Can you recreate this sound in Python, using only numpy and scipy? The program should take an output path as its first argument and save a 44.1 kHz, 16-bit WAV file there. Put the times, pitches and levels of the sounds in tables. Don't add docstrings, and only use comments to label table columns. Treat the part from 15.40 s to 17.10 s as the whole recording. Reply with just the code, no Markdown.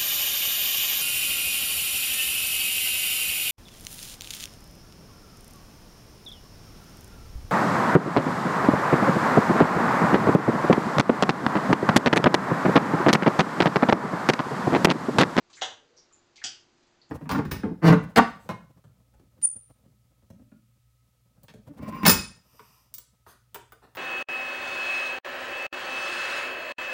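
import sys
import numpy as np
from scipy import signal
from scipy.io import wavfile
from scipy.ndimage import uniform_filter1d

SR = 44100
rng = np.random.default_rng(int(sys.argv[2]) if len(sys.argv) > 2 else 0)


def digitize_waveform(pressure):
    field = np.atleast_2d(pressure).T
    bounded = np.clip(field, -1, 1)
    quanta = np.round(bounded * 32767).astype(np.int16)
    wavfile.write(sys.argv[1], SR, quanta)


N = 74970

# f/Hz, relative level/dB
HISS_SPECTRUM = [(25, -8.5), (60, -15), (120, -5.5), (202, -13), (270, -4.5), (355, -7.5), (540, -10.5),
                 (800, -10.5), (1480, -13.5), (2940, -18), (4810, -17), (5500, -19.5), (7130, -22),
                 (8260, -25.5), (8890, -36.5)]
# t/s, f/Hz, level/dB, decay/s
BUBBLE_PINGS = [(0.0977, 1070, -59.5, 0.0013), (0.162, 7100, -56, .002), (0.1689, 1580, -54, .001),
                (0.174, 2020, -51, 0.0012), (.182, 1760, -53, .0007), (0.2127, 1360, -48, 0.00054),
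                (0.576, 5440, -50.5, 0.0012), (.712, 1270, -66.5, 0.0019), (0.725, 7140, -61, 0.0016),
                (0.734, 7040, -55, 0.00134), (.978, 2144, -54, 0.0029), (.988, 2470, -56, 0.0021),
                (1.017, 1795, -44.5, 0.0011), (1.616, 4430, -56, 0.00056), (1.692, 7000, -64.5, 0.0015)]
# delay/s, gain
BOWL_ECHOES = [(.0009, -0.099), (.0021, 0.48), (.0048, 0.33), (.0087, -0.81), (0.0118, 0.025), (.0152, .35)]
# f/Hz, t60/s
ROOM_T60 = [(100, 0.75), (400, 0.3), (1000, 0.34), (2000, 0.34), (2900, 0.36), (3500, 0.32), (4100, 0.32),
            (5000, 0.32), (6500, .31), (8000, 0.27)]
# t/s, level/dB, tick gain, fizz decay/s, centre f/Hz, half-width/octaves
SURFACE_SPLASHES = [(0.0992, -52, 0.35, 0.0083, 5940, 1.9), (0.1305, -47, 0.81, 0.024, 4220, 0.53),
                    (0.153, -48.5, .2, 0.064, 6900, 0.23), (0.2128, -35.5, 0.48, 0.0022, 3120, 0.5),
                    (0.9585, -48, 1, 0.026, 4050, 0.54), (1.0327, -48.5, .3, 0.0048, 4980, 0.33),
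                    (.565, -53, .1, 0.017, 5360, 0.2), (0.725, -61.5, 0.57, 0.003, 8000, .2),
                    (1.373, -65.5, 0.87, .003, 4700, 1.5), (1.427, -65.5, 0.87, 0.0042, 2970, 0.75),
                    (1.469, -64.5, 0.77, 0.0019, 5920, 1.6)]
# f/Hz, relative level/dB
DEEP = [(40, -38), (75, -30), (110, -15.5), (190, -27), (280, -8.5), (380, -12), (500, -2), (650, -1),
        (800, 1.5), (1100, -3.5), (1800, -4), (2400, -17), (2900, 0), (3450, 2.5), (3750, -1.5),
        (4100, -5.5), (4600, -14.5), (6200, -7.5), (7100, -11), (8000, -13.5), (9000, -30)]
BRIGHT = [(40, -26), (75, -19.5), (110, -13), (190, -19.5), (280, -8.5), (500, -16.5), (800, -9),
          (1100, -22.5), (1450, -1.5), (2000, -10.5), (2550, -4.5), (2900, 1), (3300, 1), (3600, -3.5),
          (4150, -10), (4600, 4), (5600, 3), (6800, -5), (8000, -1.5), (9000, -18.5)]
# t/s, crack level/dB, bowl air level/dB, spray re snap/dB, colour table
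CAVITY_PLOPS = [(0.2193, -24, -29.5, -6, DEEP), (1.0399, -25.5, -47, -3.5, BRIGHT)]
# f/Hz, relative level/dB, t60/s
BOWL_MODES = [(1418, -13.5, 0.5), (2870, -8, 0.12), (3081, 5.5, 0.33), (3216, 2, .33), (3350, 9.5, 0.2),
              (3470, -10, 0.11), (3610, -7.5, .36), (4680, -8, 0.39), (4896, -10.5, 0.41), (5263, -7, 0.13),
              (5685, -1.5, 0.29), (6120, -4.5, 0.36), (6720, 5, 0.13), (6330, -6, 0.28)]
AIR_MODES = [(752.4, 6.5, 0.21), (462, -15.5, 0.5), (585, -17, 0.49), (1243, -14.5, 0.25),
             (1660, -16.5, 0.27), (1590, -18.5, 0.52), (2099, -5.5, 0.24)]
# t/s, level/dB, decay/s, centre f/Hz
WATER_SLOSHES = [(.42, -57.5, 0.094, 465), (.553, -62.5, 0.014, 440), (1.25, -60, 0.42, 282)]
# f/Hz, half-width/Hz, depth/dB
MIC_DIPS = [(5426, 134, 10), (7690, 160, 17), (8280, 110, 23.5), (8803, 455, 18)]

HISS_DB, HISS_PATCH_DB = -67, -0.04
HUM_HZ, HUM_DB, HUM_WAVER = 349.8, -76, 0.22
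ROOM_BUILD_S, ROOM_FLUTTER_DB = 0.00074, 1.8
BUBBLE_ATTACK_S, BUBBLE_RISE = 0.0004, 0.0068
RING_ATTACK_S, RING_RE_CRACK_DB = 0.00098, -10
MIC_CUTOFF_HZ = 9050


def amp(db):
    return 10 ** (np.asarray(db) / 20)


def unit(x):
    return x / np.sqrt(np.sum(x ** 2) + 1e-20)


def strength(db):
    return amp(db) * np.sqrt(SR / 100)


def read(points, hz):
    f, value = np.transpose(points)
    return np.interp(np.log(hz + 1), np.log(f), value)


def add(mix, start_s, sound):
    part = mix[max(round(start_s * SR), 0):][:len(sound)]
    part += sound[:len(part)]


def seconds():
    return np.arange(SR // 2) / SR


def colour(x, db_at, size=4096):
    hz = abs(np.fft.fftfreq(size, 1 / SR))
    log_gain = np.log(amp(np.maximum(db_at(hz), -90)))
    taps = np.fft.ifft(np.exp(np.conj(signal.hilbert(log_gain)))).real
    return signal.fftconvolve(x, taps[:size // 2])[:len(x)]


def band(x, centre_hz, octaves):
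    return colour(x, lambda hz: -10 * np.log10(1 + (np.log2((hz + 1) / centre_hz) / octaves) ** 4))


def patches(shape, bins, frames):
    pattern = uniform_filter1d(rng.standard_normal(shape), size=bins, axis=0)
    pattern = uniform_filter1d(pattern, size=frames, axis=1)
    return pattern / pattern.std()


def crackle(per_s, decay_s):
    t = seconds()
    clicks = rng.standard_normal(len(t)) * (rng.random(len(t)) < per_s / SR)
    return unit(clicks * np.exp(-t / decay_s))


def hiss():
    hz, _, noise = signal.stft(rng.standard_normal(N), SR, nperseg=1024, noverlap=768)
    level_db = read(HISS_SPECTRUM, hz)[:, None] + HISS_PATCH_DB * patches(noise.shape, bins=20, frames=8)
    shaped = signal.istft(noise * amp(level_db), SR, nperseg=1024, noverlap=768)[1][:N]
    return amp(HISS_DB) * np.sqrt(N) * unit(shaped)


def hum():
    t = np.arange(N) / SR
    rates_hz = rng.uniform(-9, 9, size=12)
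    waver = sum(np.exp(2j * np.pi * (hz * t + rng.random())) for hz in rates_hz) / np.sqrt(12)
    tone = (np.exp(2j * np.pi * HUM_HZ * t) * (1 + HUM_WAVER * waver)).real
    return amp(HUM_DB) * np.sqrt(N) * unit(tone)


def bubble(hz, db, decay_s):
    t = seconds()
    pitch_hz = hz * (1 + BUBBLE_RISE * np.minimum(t / decay_s, 10))
    envelope = np.exp(-t / decay_s) * (1 - np.exp(-t / BUBBLE_ATTACK_S))
    ping = np.sin(2 * np.pi * np.cumsum(pitch_hz) / SR) * envelope
    return strength(db) * unit(bathroom(ping, direct_db=-4))


def bathroom(x, direct_db=-7):
    t = seconds()
    hz, frame_s, noise = signal.stft(rng.standard_normal(len(t)), SR, nperseg=256)
    flat_noise = noise / (abs(noise) + 1e-12)
    flutter_db = ROOM_FLUTTER_DB * patches(noise.shape, bins=14, frames=2)
    decay_db = 60 * frame_s / read(ROOM_T60, hz)[:, None]
    tail = signal.istft(flat_noise * amp(flutter_db - decay_db), SR, nperseg=256)[1][:len(t)]
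    tail *= 1 - np.exp(-t / ROOM_BUILD_S)
    early = np.zeros(len(t))
    for delay_s, gain in [(0.00033, 0.8)] + BOWL_ECHOES:
        early[round(delay_s * SR)] += gain
    return signal.fftconvolve(x, unit(tail) + amp(direct_db) * early)[:len(t)]


def splash(db, tick, decay_s, centre_hz, octaves):
    fizz = crackle(per_s=1600, decay_s=decay_s)
    fizz[0] += tick
    return strength(db) * unit(band(bathroom(fizz), centre_hz, octaves))


def plop(db, air_db, spray_db, spectrum):
    spray = crackle(per_s=540, decay_s=0.0089)
    collapse = amp(spray_db) * band(spray, centre_hz=5000, octaves=1.5)
    collapse[0] += 1
    crack = unit(colour(bathroom(collapse), lambda hz: read(spectrum, hz)))
    porcelain = amp(RING_RE_CRACK_DB) * ring(BOWL_MODES)
    return strength(db) * (crack + porcelain) + strength(air_db) * ring(AIR_MODES)


def ring(modes):
    t = seconds()
    tones = sum(amp(db - 60 * t / t60) * np.sin(2 * np.pi * hz * t) for hz, db, t60 in modes)
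    return unit(tones * (1 - np.exp(-t / RING_ATTACK_S)))


def slosh(db, decay_s, centre_hz):
    laps = bathroom(crackle(per_s=250, decay_s=decay_s))
    return strength(db) * unit(band(laps, centre_hz, octaves=0.22))


def scene():
    mix = hiss() + hum()
    for source, events in [(bubble, BUBBLE_PINGS), (splash, SURFACE_SPLASHES),
                           (plop, CAVITY_PLOPS), (slosh, WATER_SLOSHES)]:
        for start_s, *settings in events:
            add(mix, start_s, source(*settings))
    return mix[None]


def record(dry):
    def response_db(hz):
        return -sum(depth * np.exp(-((hz - f) / width) ** 2) for f, width, depth in MIC_DIPS)

    heard = colour(dry[0], response_db)
    low_pass = signal.firwin(401, MIC_CUTOFF_HZ, window=("kaiser", 8), fs=SR)
    return signal.fftconvolve(heard, low_pass, "same")[None]


dry = scene()
out = record(dry)
digitize_waveform(out)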